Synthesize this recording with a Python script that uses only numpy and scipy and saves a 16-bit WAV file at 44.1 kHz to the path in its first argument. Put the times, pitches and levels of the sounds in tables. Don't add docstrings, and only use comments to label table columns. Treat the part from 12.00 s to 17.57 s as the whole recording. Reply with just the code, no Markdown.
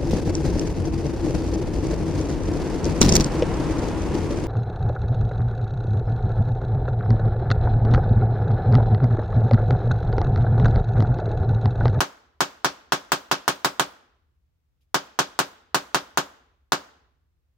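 import sys
import numpy as np
from scipy import signal
from scipy.io import wavfile
from scipy.ndimage import uniform_filter1d

SR = 44100
rng = np.random.default_rng(int(sys.argv[2]) if len(sys.argv) > 2 else 0)


def output_pcm(signal):
    pcm = np.clip(np.atleast_2d(signal).T, -1, 1) * 32767
    wavfile.write(sys.argv[1], SR, np.round(pcm).astype(np.int16))


N = 245637


def amp(db):
    return 10 ** (np.asarray(db) / 20)


def evened(x):
    return x / np.sqrt(np.mean(x ** 2) + 1e-20)


def read(points, hz):
    f, value = np.transpose(points)
    return np.interp(np.log(hz + 1), np.log(f + 1), value)


def add(mix, s, sound):
    part = mix[:, round(s * SR):][:, :sound.shape[1]]
    part += sound[:, :part.shape[1]]


def steady(colour):
    return lambda hz, t: amp(read(colour, hz))


def noise(gain, alike, length, size=256, lumpy_db=0):
    hop = size // 4
    frames = 4 * length // size + 5
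    hz = np.fft.rfftfreq(size, 1 / SR)[:, None]
    a, b, c, d, lumps = rng.standard_normal((frames, len(hz), 5)).T
    lumps = uniform_filter1d(lumps, size=4, axis=0)
    lumps = evened(uniform_filter1d(lumps, size=4, axis=1))
    same = np.clip(read(alike, hz), -1, 1)
    left, own = a + 1j * b, c + 1j * d
    right = same * left + np.sqrt(1 - same ** 2) * own
    spectra = np.array([left, right])
    spectra *= gain(hz, np.arange(frames) * size / 4 / SR) * amp(lumpy_db * lumps)
    return signal.istft(spectra, nperseg=size, noverlap=size - hop)[1][:, :length]


# (pitch_hz, likeness 0 to 1)
BACKGROUND_ALIKE = [(60, .89), (130, .7), (290, .2), (640, 0)]
# (pitch_hz, relative level_db per Hz)
HISS_COLOUR = [(120, -30), (250, 0), (650, -9), (1400, -12), (6600, -21), (9500, -26), (16000, -20)]
HISS_DB = -83.5


def hiss():
    return amp(HISS_DB) * evened(noise(steady(HISS_COLOUR), BACKGROUND_ALIKE, N, size=1024))


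# (pitch_hz, relative level_db per Hz)
RUMBLE_COLOUR = [(15, -45), (30, -24), (50, -10), (68, 0), (82, -5), (100, -23), (121, -14), (145, -25),
                 (165, -19), (190, -30), (300, -45), (500, -100)]
RUMBLE_DB = -68.5


def rumble():
    return amp(RUMBLE_DB) * evened(noise(steady(RUMBLE_COLOUR), BACKGROUND_ALIKE, N, size=4096))


# (pitch_hz, relative level_db per Hz)
RUSTLE_COLOUR = [(1500, -23), (2500, 3), (5000, -1), (8500, -10), (12000, 0), (16000, -20)]


def rustle(length, db):
    alike = [(2000, .3), (9000, .1)]  # (pitch_hz, left-right likeness)
    brush = noise(steady(RUSTLE_COLOUR), alike, round(length * SR), lumpy_db=3.)
    u = np.linspace(0, 5, brush.shape[1])
    return amp(db) * evened(brush) * u * np.exp(1 - u)


# (pitch_hz, time_s to fall by 60 dB)
NEAR_T60 = [(100, 0.18), (260, 0.27), (700, 0.2), (1840, 0.15), (4850, 0.15), (12800, 0.076)]
# (pitch_hz, time_s to fall by 60 dB)
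FAR_T60 = [(200, 1), (530, 0.64), (1390, 0.71), (3680, 0.69), (9700, 0.41)]
# (pitch_hz, level_db)
FAR_SHARE = [(100, -17), (400, -13.5), (1000, -18.5), (2000, -24), (4000, -26), (12000, -24)]
# (pitch_hz, likeness 0 to 1)
TAIL_ALIKE = [(60, 1), (300, 0.99), (700, 0.045), (2000, 0.071)]


def tail(colour, rise_ms, size=256):
    def gain(hz, t):
        near = amp(-60 * t / read(NEAR_T60, hz))
        far = amp(read(FAR_SHARE, hz) - 60 * t / read(FAR_T60, hz))
        return amp(read(colour, hz)) * np.hypot(near, far)
    x = noise(gain, TAIL_ALIKE, SR, size=size, lumpy_db=-1.0)
    rise = 1 - np.exp(-(np.arange(SR) / SR * 1e3 / rise_ms) ** 2)
    first_50_ms = x[:, :SR // 20]
    return rise * x / np.sqrt(np.mean(first_50_ms ** 2))


# (left_delay_ms, right_delay_ms, left_db, right_db)
WALLS = [(0.05, 0.07, -4, -4), (0.93, 1.11, -11, -11), (2.74, 2.27, -10, -8.5), (3.36, 2.95, -13, -13),
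         (4.15, 4.1, -13, -10), (5.87, 4.85, -18, -11), (7.01, 5.42, -19, -11), (7.85, 7.48, -13, -13),
         (8.48, 8.34, -15, -11), (9.93, 9.93, -10, -17), (10.7, 10.75, -11, -16), (11.18, 11.93, -10, -8),
         (18.3, 18.28, -16, -15), (21.93, 25.06, -17, -16), (25.15, 25.5, -20, -14)]
STRAY_PER_MS, STRAY_DB, STRAY_FADE_DB_PER_MS, STRAY_SPREAD_DB = .5, -21, .3, 2.
STRAY_LOW_HZ = 600
FLUTTER_MS = 10.03
FLUTTER_DB, FLUTTER_LOSS_DB = -20, 5


def paths():
    left_ms, right_ms, left_db, right_db = np.transpose(WALLS)
    taps = np.zeros((2, SR // 20))
    ms = np.arange(SR // 20) * 1e3 / SR
    chance, spread = rng.random(taps.shape), rng.standard_normal(taps.shape)
    hit = (chance < STRAY_PER_MS * 1e3 / SR) * (ms > 2)
    taps += hit * amp(STRAY_DB - STRAY_FADE_DB_PER_MS * ms + STRAY_SPREAD_DB * spread)
    taps = signal.sosfilt(signal.butter(1, STRAY_LOW_HZ, "high", fs=SR, output="sos"), taps)
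    np.add.at(taps[0], np.round(left_ms * SR / 1e3).astype(int), amp(left_db))
    np.add.at(taps[1], np.round(right_ms * SR / 1e3).astype(int), amp(right_db))
    turns = np.arange(2, 5)
    returns = np.round(turns * FLUTTER_MS * SR / 1e3).astype(int)
    taps[:, returns] += amp(FLUTTER_DB - FLUTTER_LOSS_DB * (turns - 2))
    return taps


# (pitch_hz, relative level_db, time_s to fall by 60 dB)
ROOM_MODES = [(135, -10, .12), (163, -9, .11), (195, -7, .16), (255, -17, .1), (287, -13, .25),
              (343, -11, .12), (368, -6, .14), (394, -7, .13), (438, -9, .1), (530, -8, .15),
              (592, -11, .2)]


def standing_waves():
    t = np.arange(SR) / SR
    modes = 0
    for k, (hz, db, t60) in enumerate(ROOM_MODES):
        modes = modes + (-1) ** k * amp(db - 60 * t / t60) * np.sin(2 * np.pi * hz * t)
    modes *= 1 - np.exp(-t / 0.0039)
    return modes * amp([[-1.5], [0]])


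# (pitch_hz, relative level_db per Hz)
BOOM_COLOUR = [(70, -45), (170, -28), (300, -19), (450, -13), (620, -11), (800, -9), (1100, -6), (1500, -6),
               (2200, -13), (3200, -30), (5500, -100)]
BOOM_DB = -24.5
PULSE_MS = .86


def pulse(taps):
    u = np.arange(0, PULSE_MS, 1e3 / SR) / PULSE_MS
    early = signal.fftconvolve(taps, np.sin(2 * np.pi * u)[None])
    boom = tail(BOOM_COLOUR, rise_ms=14.0, size=512)
    sound = amp(BOOM_DB) * boom + amp(-20) * standing_waves()
    add(sound, 0, early)
    return sound


# (pitch_hz, relative level_db per Hz)
CRACKLE_COLOUR = [(880, -27), (1500, -8.5), (1810, -20.5), (2000, -15.5), (2560, -11.5), (3120, -9),
                  (3480, -10.5), (6430, -12), (9950, -24.5), (16000, -24.5)]


def branches(sizzle_db, ripple_db):
    hz = np.geomspace(800, 17000, 60)
    ripple = ripple_db * rng.standard_normal(len(hz))
    sizzle = sizzle_db * np.clip(np.log2(hz / 6000), 0, 1)
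    return np.transpose([hz, read(CRACKLE_COLOUR, hz) + ripple + sizzle])


BRANCH_MS = .26
SCATTER_DB_PER_MS = 3.5


def crackle(taps, lean_db, sizzle_db):
    colour = branches(sizzle_db, ripple_db=3.)
    alike = [(2000, 1.0), (9000, 0.16)]  # (pitch_hz, left-right likeness)
    snaps = evened(noise(steady(colour), alike, 256))
    u = np.arange(256) * 1e3 / SR / BRANCH_MS
    snaps = snaps * u * np.exp(1 - u) * amp([[lean_db / 2], [-lean_db / 2]])
    gathered = branches(sizzle_db, ripple_db=1.)
    sound = amp(-15.0) * tail(gathered, rise_ms=2.2, size=128)
    ms = np.arange(taps.shape[1]) * 1e3 / SR
    scattered = taps * amp(-SCATTER_DB_PER_MS * ms)
    add(sound, 0, amp(2) * signal.fftconvolve(scattered, snaps, axes=1))
    return sound


# (start_s, crackle_db, left_over_right_db of the crackle, extra treble sizzle_db)
SPARKS = [(.0056, -11.5, 10.5, 4.5), (0.4062, -10, 2, 4), (0.6457, -10, 0.5, 1.5),
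          (0.9218, -10.5, 4.5, 2.5), (1.1195, -10, 9, 6), (1.314, -10, -2.5, 2), (1.4790, -9.5, -3.5, 5),
          (1.6466, -10, -1, 5.5), (1.7965, -10.5, -15, 5), (2.9442, -10, 2, 1.5), (3.1898, -9, 2.5, 1.5),
          (3.3902, -10.5, 2.5, 6), (3.7454, -9.5, -9.5, 5), (3.9457, -10.5, 0, 3.5), (4.1739, -11, 12, 4.5),
          (4.7208, -11.5, 4.5, 3)]
# (start_s, length_s, level_db before the swell)
RUSTLES = [(2.806, .06, -77)]
PULSE_DB = -1.85


def scene():
    taps = paths()
    sparks = np.zeros((2, N))
    push = amp(PULSE_DB) * pulse(taps)
    for s, crackle_db, lean_db, sizzle_db in SPARKS:
        add(sparks, s, push + amp(crackle_db) * crackle(taps, lean_db, sizzle_db))
    for s, length, db in RUSTLES:
        add(sparks, s, rustle(length, db))
    bass_cut = signal.butter(2, 85, "high", fs=SR, output="sos")
    return signal.sosfilt(bass_cut, sparks) + rumble() + hiss()


CEILING = .93
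EDGE_HZ = 15900


def record(dry):
    held = dry / (1 + abs(dry / CEILING) ** 6) ** (1 / 6)
    band_limit = signal.firwin(255, EDGE_HZ, window=("kaiser", 9), fs=SR)
    return signal.oaconvolve(held, band_limit[None], "same")


dry = scene()
out = record(dry)
output_pcm(out)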